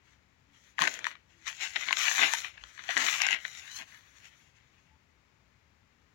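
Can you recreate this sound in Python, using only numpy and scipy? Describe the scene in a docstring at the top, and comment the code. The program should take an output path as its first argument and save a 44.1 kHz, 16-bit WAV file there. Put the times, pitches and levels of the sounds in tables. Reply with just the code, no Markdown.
"""In a quiet, soft room, newspaper sheets are turned and slid over one another by hand, close to a phone.
Sliding paper sounds as dense tiny slips over filtered noise, and bending pages add duller movements.
Creases buckle with dry snaps: a pulse, a decaying crumple and a brief ring. Nearby pages scatter it all.
The left microphone is loud and resonant; the right one hears the paper a little earlier, weaker and flatter.
A low rumble, hiss and soft handling bumps lie underneath."""
import sys
import numpy as np
from scipy import signal
from scipy.fft import rfft, irfft
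from scipy.io import wavfile
from scipy.ndimage import uniform_filter1d, map_coordinates

SR = 44100
rng = np.random.default_rng(int(sys.argv[2]) if len(sys.argv) > 2 else 0)


def dump(signal):
    """Clip the signal to [-1, 1] and save it as 16-bit WAV at the path in sys.argv[1]."""
    limited = np.clip(np.atleast_2d(signal).T, -1, 1)
    pcm = np.round(limited * 32767).astype(np.int16)
    wavfile.write(sys.argv[1], SR, pcm)


N = 270774


def undb(db):
    """Logarithmic level: decibels become an amplitude gain."""
    return 10 ** (np.asarray(db) / 20)


def unit(x):
    """Energy normalisation: the same shape with energy 1."""
    return x / np.linalg.norm(x)


def curve(table):
    """Linear interpolation: each column after the time, joined by straight lines."""
    times, *columns = np.transpose(table)
    return [np.interp(np.arange(N) / SR, times, column) for column in columns]


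def walk(rate):
    """Smoothed random modulation: levels held 1 / rate seconds and slewed twice; spread near 1."""
    hold = max(int(SR / rate), 1)
    held = np.repeat(rng.standard_normal(N)[:N // hold + 1], hold)
    slewed = uniform_filter1d(uniform_filter1d(held, hold), hold)
    return 1.34 * slewed[:N]


def delay(x, seconds):
    """Propagation delay: the sound arrives a fixed or moving time later, or earlier if negative."""
    return map_coordinates(x, [np.arange(N) - seconds * SR], order=3)


def band_pass(low_hz, high_hz):
    """Band limitation: a second-order Butterworth design."""
    return signal.butter(2, [low_hz, high_hz], "band", fs=SR, output="sos")


def response(hz, db, size=1024):
    """Minimum phase: folding the cepstrum gives a causal impulse response with the given spectrum."""
    f = np.maximum(np.arange(size // 2 + 1) * SR / size, 1)
    spectrum_db = np.interp(np.log(f), np.log(hz), db)
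    cepstrum = irfft(np.log(undb(spectrum_db)))
    cepstrum[1:size // 2] *= 2
    cepstrum[size // 2 + 1:] = 0
    return irfft(np.exp(rfft(cepstrum)))


# Noise spectrum of the quiet room and microphone hiss.
# Each row: frequency in Hz, left level in dB per Hz, right level in dB per Hz.
ROOM_NOISE = [(25.43, -105.2, -115.5), (45.4, -102.5, -106.9), (60.0, -86, -96.5), (127, -90, -100),
              (312, -99.5, -107.3), (703, -104.5, -115.3), (910, -101.2, -111.1), (1410, -102.5, -114.9),
              (2210, -100.2, -119.0), (3240, -109.2, -120.7), (7300, -114.8, -128.3),
              (8000, -127.6, -133.2), (13480, -136.8, -129.1), (15700, -135.6, -125.5)]


def quiet_room(floor_db=0, shared_hz=220):
    """Coherence: both microphones share one low rumble, and each adds its own hiss above it."""
    hz, *sides = np.transpose(ROOM_NOISE)
    low, high = (signal.butter(2, shared_hz, kind, fs=SR, output="sos") for kind in ("low", "high"))
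    rumble = signal.sosfilt(low, rng.standard_normal(N))
    out = []
    for side_db in sides:
        hiss = signal.sosfilt(high, rng.standard_normal(N))
        out.append(signal.fftconvolve(rumble + hiss, response(hz, side_db, size=8192))[:N])
    # white noise of rms 1 spreads its power over SR / 2 Hz
    return np.array(out) * np.sqrt(SR / 2) * undb(floor_db)


# Soft bumps and creaks of handling.
# Each row: centre in seconds, pitch in Hz, left peak level in dB, time to fall to 1/e in seconds.
HANDLING_BUMPS = [(0.515, 273, -68, 0.057), (0.821, 164.2, -39.5, 0.0092), (1.386, 329, -68.5, 0.065),
                  (2.638, 57.7, -55, 0.053), (4.92, 79, -60, 0.037), (4.93, 872, -66.5, .03)]


def handling(right_db=-9, waver_rate=35):
    """Tone bursts: hands and lap shift with dull bumps and faint creaks of wavering phase."""
    t = np.arange(N) / SR
    bumps = np.zeros(N)
    for centre, hz, db, length in HANDLING_BUMPS:
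        swell = np.exp(-((t - centre) / length) ** 2)
        bumps += undb(db) * swell * np.sin(2 * np.pi * hz * t + walk(waver_rate))
    return np.array([bumps, undb(right_db) * bumps])


def room(x, room_db, room_t60=0.067):
    """Reverberation: exponentially decaying noise is the short, weak tail of a furnished room."""
    t = np.arange(SR // 3) / SR
    tail = rng.standard_normal(len(t)) * undb(-60 * t / room_t60) * (t > .006)
    return x + undb(room_db) * signal.fftconvolve(x, unit(tail))[:N]


def scatter(x, near_db, near_s=0.0028, bend_rate=14, count=6):
    """Multipath scattering: pages and lap return sound within milliseconds, by changing paths."""
    t = np.arange(1024) / SR
    paths = rng.standard_normal((count, len(t))) * np.exp(-t / near_s) * (t > .0003)
    # the share of each path changes as the paper bends; their joint power stays constant
    shares = np.array([walk(bend_rate) for _ in paths])
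    shares /= np.linalg.norm(shares, axis=0)
    near = sum(share * signal.fftconvolve(x, unit(path))[:N] for share, path in zip(shares, paths))
    return (x + undb(near_db) * near) / np.hypot(1, undb(near_db))


# Air gap under the page as it glides to rest.
# Each row: time in seconds, spacing of its resonances in Hz, reflection from 0 to 1.
AIR_GAP = [(3.36, 1020, 0.04), (3.47, 1000, 0.6), (3.65, 890, 0.2), (3.71, 994, 1), (3.78, 1060, 0.84),
           (3.85, 1140, 0.1)]


def under_sheet(x, low_hz=2400, high_hz=6000):
    """Comb filtering: upper mids bounce in the changing gap under the page, so its resonances glide."""
    spacing, reflection = curve(AIR_GAP)
    trapped = signal.sosfiltfilt(band_pass(low_hz, high_hz), x)
    return x + sum(reflection ** bounce * delay(trapped, bounce / spacing) for bounce in (1, 2))


# The paper moves between the microphones.
# Each row: time in seconds, gain at the right microphone in dB.
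TOWARD_RIGHT_PATH = [(0.8, -0.5), (1.1, 0.5), (1.7, -6.5), (2.2, 1.5), (2.75, -0.5), (3.1, -0.5),
                     (4.2, 2.5), (5.2, -1)]


def toward_right(right):
    """Level difference: the right microphone gains or loses as the paper moves."""
    return right * undb(curve(TOWARD_RIGHT_PATH)[0])


# Colour of paper at the microphones.
# Each row: frequency in Hz, left relative level in dB, right relative level in dB.
PAPER_COLOUR = [(84.4, -40.5, -44), (296, -14.5, -23.5), (492, -26, -22), (650, -12, -22.5),
                (1006, -11, -19.5), (1950, 2.5, -23), (3430, -5, -23), (4120, -8, -25), (4870, -19, -25.5),
                (6180, -10, -29), (7300, -14.5, -34), (8920, -41.5, -37), (10720, -63.5, -26.5),
                (13800, -55.5, -39.5), (15780, -42.5, -26.5)]


def microphone_colour(left, right):
    """Linear filtering: each port colours the paper, both scaled by the energy of the left response."""
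    hz, left_db, right_db = np.transpose(PAPER_COLOUR)
    left_port, right_port = response(hz, left_db), response(hz, right_db)
    ports = np.array([signal.fftconvolve(left, left_port)[:N], signal.fftconvolve(right, right_port)[:N]])
    return ports / np.linalg.norm(left_port)


def radiate(drives, body_hz=620, hiss_hz=4600):
    """Radiation in bands: three drives sound the sheet's low body, its middle and its hiss."""
    f = np.arange(N // 2 + 1) * SR / N
    low = 1 / (1 + (f / body_hz) ** 4)
    high = 1 - 1 / (1 + (f / hiss_hz) ** 8)
    bands = np.array([low, 1 - low - high, high])
    return irfft((rfft(drives) * bands).sum(axis=0), N)


# each movement dies away in a least time plus a share of its length
RELEASE_S, RELEASE_SHARE = 0.02, .11


def movement(start, length, db, attack_s, sag_db):
    """Power envelope of one movement: attack, sagging hold, release; long ones stop gently."""
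    t = np.arange(N) / SR - start
    early = np.maximum(-t, 0) / attack_s
    late = np.maximum(t - length, 0) / (RELEASE_S + RELEASE_SHARE * length)
    sag = sag_db * (np.clip(t / length, 0, 1) - .5)
    return undb(db - sag) ** 2 * np.exp(-2 * np.minimum(early + late, 20))


# A whole page bends or flops over, duller than a slide.
# Each row: start in seconds, length in seconds, relative level in dB, relative low body in dB.
PAGE_BENDS = [(0.81, .05, -30, 18.5), (0.919, 0.11, -43.5, 8.5), (1.018, 0.1, -45.5, 7),
              (1.757, 0.013, -30, 2), (1.874, 0.13, -40, 4), (2.191, 0.056, -21, 5.5),
              (2.439, 0.028, -36.5, -5), (2.538, .13, -53, 7), (2.787, 0.017, -43, -0.5),
              (2.965, 0.074, -28.5, 12.5), (3.284, 0.034, -33.5, 3), (3.329, 0.013, -24.5, -5.5),
              (3.792, .018, -39.5, 8.5)]
BEND_ATTACK_S, BEND_SAG_DB = .004, 0.5
BEND_HISS_DB = -11  # a bend has little hiss


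def bending():
    """Flexure: a bend starts at once and sags while it lasts; gives its power, body and hiss."""
    return [(movement(start, length, db, BEND_ATTACK_S, BEND_SAG_DB), body, BEND_HISS_DB)
            for start, length, db, body in PAGE_BENDS]


# Strokes of sheet sliding on sheet; the last row is a faint hiss that fades away.
# Each row: start in seconds, length in seconds, relative level in dB, relative hiss in dB.
SLIDES_AND_LAST_HISS = [(0.057, 0.076, -63.5, 3), (0.542, 0.17, -61.5, 5), (0.803, 0.049, -30.5, 1.5),
                        (0.88, 0.076, -41.5, 5.5), (1.054, 0.029, -39.5, -1), (1.306, 0.32, -63, 1.5),
                        (1.47, 0.022, -32.5, 2), (1.486, 0.3, -48, 7), (1.612, 0.042, -31, 5),
                        (1.67, 0.051, -45.5, 8), (1.796, 0.25, -36, 3), (1.991, 0.18, -29, 8),
                        (2.207, 0.18, -30.5, 5), (2.655, 0.5, -55, 5.5), (2.843, 0.084, -42.5, 1),
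                        (2.905, 0.069, -31, 0), (3.004, .15, -27, 3.5), (3.189, 0.13, -30, -2),
                        (3.429, 0.24, -46.5, 6), (3.714, 0.082, -46, 8), (3.76, 0.0086, -44, 12),
                        (3.88, .1, -53.5, 5.5), (4.022, .42, -60, 3), (4.162, 0.09, -57.5, 3),
                        (4.236, .04, -53.5, 7.5), (4.555, 0.31, -67.5, 1)]
SLIDE_ATTACK_S, SLIDE_ATTACK_SHARE, SLIDE_SAG_DB = .004, 0.1, 1.5
SLIDE_BODY_DB = -6.5  # little low body


def stroking():
    """Friction envelopes: each row swells in, slower when long, then sags; gives power, body and hiss."""
    strokes = []
    for start, length, db, hiss in SLIDES_AND_LAST_HISS:
        attack_s = SLIDE_ATTACK_S + SLIDE_ATTACK_SHARE * length
        strokes.append((movement(start, length, db, attack_s, SLIDE_SAG_DB), SLIDE_BODY_DB, hiss))
    return strokes


def contact(rest_db=-77, rest_body_db=10):
    """Addition of powers: slides, the last hiss and bends over the faint stir of held paper."""
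    parts = stroking() + bending() + [(undb(rest_db) ** 2, rest_body_db, 0)]
    total = sum(power for power, _, _ in parts)
    body = sum(power * undb(db) ** 2 for power, db, _ in parts)
    hiss = sum(power * undb(db) ** 2 for power, _, db in parts)
    # level, then body and hiss against it, in dB
    return 10 * np.log10([total, body / total, hiss / total])


# Creases that buckle.
# Each row: start in seconds, relative level in dB, relative hiss in dB, ring of the flipped patch in Hz.
CREASE_SNAPS = [(0.7836, -30.5, -15, 2200), (0.7909, -21, -6.5, 1230), (0.814, -24.5, -8, 3450),
                (0.8197, -12, -2.5, 1100), (0.839, -21.5, 2, 2300), (0.852, -29, -4, 1900),
                (0.8734, -20, -2.5, 2400), (0.8766, -17, 1, 2800), (0.9407, -33.5, 6, 4300),
                (0.9911, -31, 1.5, 3600), (1.0435, -21.5, -6, 2400), (1.053, -31, -19, 1950),
                (1.0676, -23.5, -1, 950), (1.1535, -41, -18, 1200), (1.4683, -34, -11, 1900),
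                (1.4795, -31.5, 6, 4200), (1.7601, -24, 4, 1000), (1.7631, -18, -25.5, 1900),
                (1.886, -19, -19, 2300), (1.9086, -20.5, -8.5, 1100), (1.9282, -13, -2.5, 3100),
                (1.9703, -23.5, 3.5, 1600), (2.082, -18.5, -13, 2400), (2.1135, -23.5, -15.5, 1800),
                (2.1818, -21.5, -3, 2500), (2.1935, -21, -19.5, 2150), (2.3362, -19.5, 10, 940),
                (2.4463, -28, -40, 1850), (2.5777, -39.5, -23, 1800), (2.638, -33, -11, 3700),
                (2.778, -39.5, -15, 2500), (2.7926, -36.5, -28, 2000), (2.8907, -21, -11, 746),
                (2.9679, -18.5, -2.5, 3700), (2.9739, -17.5, -5.5, 2000), (2.978, -22, 7.5, 1600),
                (3.0652, -20, 3.5, 1500), (3.086, -17, -13, 2300), (3.2033, -21.5, -14.5, 1700),
                (3.2182, -19.5, 8, 2300), (3.2668, -19, 1.5, 1600), (3.287, -19.5, -8, 1900),
                (3.3087, -19.5, -4, 3900), (3.4509, -26, -42, 1790), (3.6776, -40, -9, 1700),
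                (4.245, -46.5, 0, 3500)]
PATCH_LOUDER_DB = 6.5  # ring level gained for each octave lower
# a crease that flips faster hisses more and crumples for less time:
# time constant at 0 dB of hiss, and the hiss that halves it
CRUMPLE_S, CRUMPLE_HALVES_DB = 0.00062, 14.5
# a bending page lends a crease a share of its low body
CREASE_BODY_DB, BODY_SHARE = -5, 0.53


def snapping(page_body, snap_db=-1.5, hiss_db=1, crumple_s=0.00023, ring_db=-13, ring_hz=2000,
             ring_cycles=2.9, flutter_s=0.0041, flutter_db=-23):
    """Buckling: a crease flips with a sharp pulse; its patch rings as the sheet crumples and flutters."""
    drives, t = np.zeros((3, N)), np.arange(2048) / SR
    span = .005 * SR  # samples over which the level is an rms
    noises = rng.standard_normal((len(CREASE_SNAPS), len(t)))
    for (s, db, hiss, hz), noise in zip(CREASE_SNAPS, noises):
        start = int(s * SR)
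        decay = CRUMPLE_S * 2 ** (-hiss / CRUMPLE_HALVES_DB)
        tail = noise * (np.exp(-t / decay) + undb(flutter_db) * np.exp(-t / flutter_s))
        # crumple outweighs the pulse in every snap, and most of all in slow creases
        snap = unit((t == 0) + np.sqrt(decay / crumple_s) * unit(tail))
        # larger patches ring lower and louder
        patch_db = ring_db + PATCH_LOUDER_DB * np.log2(ring_hz / hz)
        ring = undb(patch_db) * unit(np.sin(2 * np.pi * hz * t) * np.exp(-t * hz / ring_cycles))
        colour = undb([[CREASE_BODY_DB + BODY_SHARE * page_body[start]], [0], [hiss + hiss_db]])
        drives[:, start:start + len(t)] += undb(db + snap_db) * np.sqrt(span) * (colour * snap + ring)
    # a small patch radiates little bass, and it cannot flip infinitely fast
    return signal.sosfilt(band_pass(380, 11000), radiate(drives))


def slips(rate, spread_db, rub_db):
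    """Stick-slip: fibres catch and let go in ticks of very unequal size over a smooth rub, rms 1."""
    sizes = undb(spread_db * np.minimum(rng.exponential(size=N), 3.6))
    happens = rng.random(N) < rate / SR
    ticks = happens * sizes * rng.choice([-1, 1], N) / np.sqrt(rate)
    x = ticks / np.std(ticks) + undb(rub_db) * rng.standard_normal(N)
    return x / np.std(x)


def sliding(level, body, hiss, slide_db=-0.52, body_db=-2.0, hiss_db=1.74, judder_db=-0.3,
            flicker_db=1.9, firm_db=-49, slow_rate=220, quick_rate=1700, quick_db=-27):
    """Dry friction: light contact hisses with few ticks; quick, firm contact crackles and judders."""
    firm = 1 / (1 + undb(firm_db - level))
    slip_rate = slow_rate + quick_rate * undb(level - quick_db)  # per second
    ticks = slips(slip_rate, spread_db=5.0, rub_db=-1.0)
    grain = np.sqrt(firm) * ticks + np.sqrt(1 - firm) * rng.standard_normal(N)
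    drive = grain * undb(level + slide_db + judder_db * firm * walk(110))
    # each band flickers on its own
    bands_db = (body + body_db, 0, hiss + hiss_db)
    return radiate(np.array([drive * undb(db + flicker_db * walk(45)) for db in bands_db]))


LEFT_LAG_S = 0.001226  # the right microphone hears the paper this much earlier


def scene(far_side_db=3):
    """Superposition: the paper as each microphone hears it, over the quiet room and handling."""
    level, body, hiss = contact()
    snaps = snapping(body)
    # a page is wide: its far side rubs on its own and reaches only the right microphone
    near_side, far_side = (under_sheet(sliding(level, body, hiss)) for _ in range(2))
    whole_page = (near_side + undb(far_side_db) * far_side) / np.hypot(1, undb(far_side_db))
    left = room(scatter(near_side + snaps, near_db=-6.5), room_db=-17.5)
    right = room(scatter(delay(whole_page + snaps, -LEFT_LAG_S), near_db=4.0), room_db=-6.5)
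    paper = microphone_colour(left, toward_right(right))
    return paper + quiet_room() + handling()


TOP_HZ = 15900  # upper edge of the phone's band


def record(dry):
    """Saturation and band limiting: the phone rounds off the sharpest snaps and cuts the top."""
    ceiling = .6
    rounded = ceiling * np.tanh(dry / ceiling)
    # tenth order, 0.2 dB ripple, 70 dB rejection
    return signal.sosfilt(signal.ellip(10, .2, 70, TOP_HZ, fs=SR, output="sos"), rounded)


dry = scene()
out = record(dry)
dump(out)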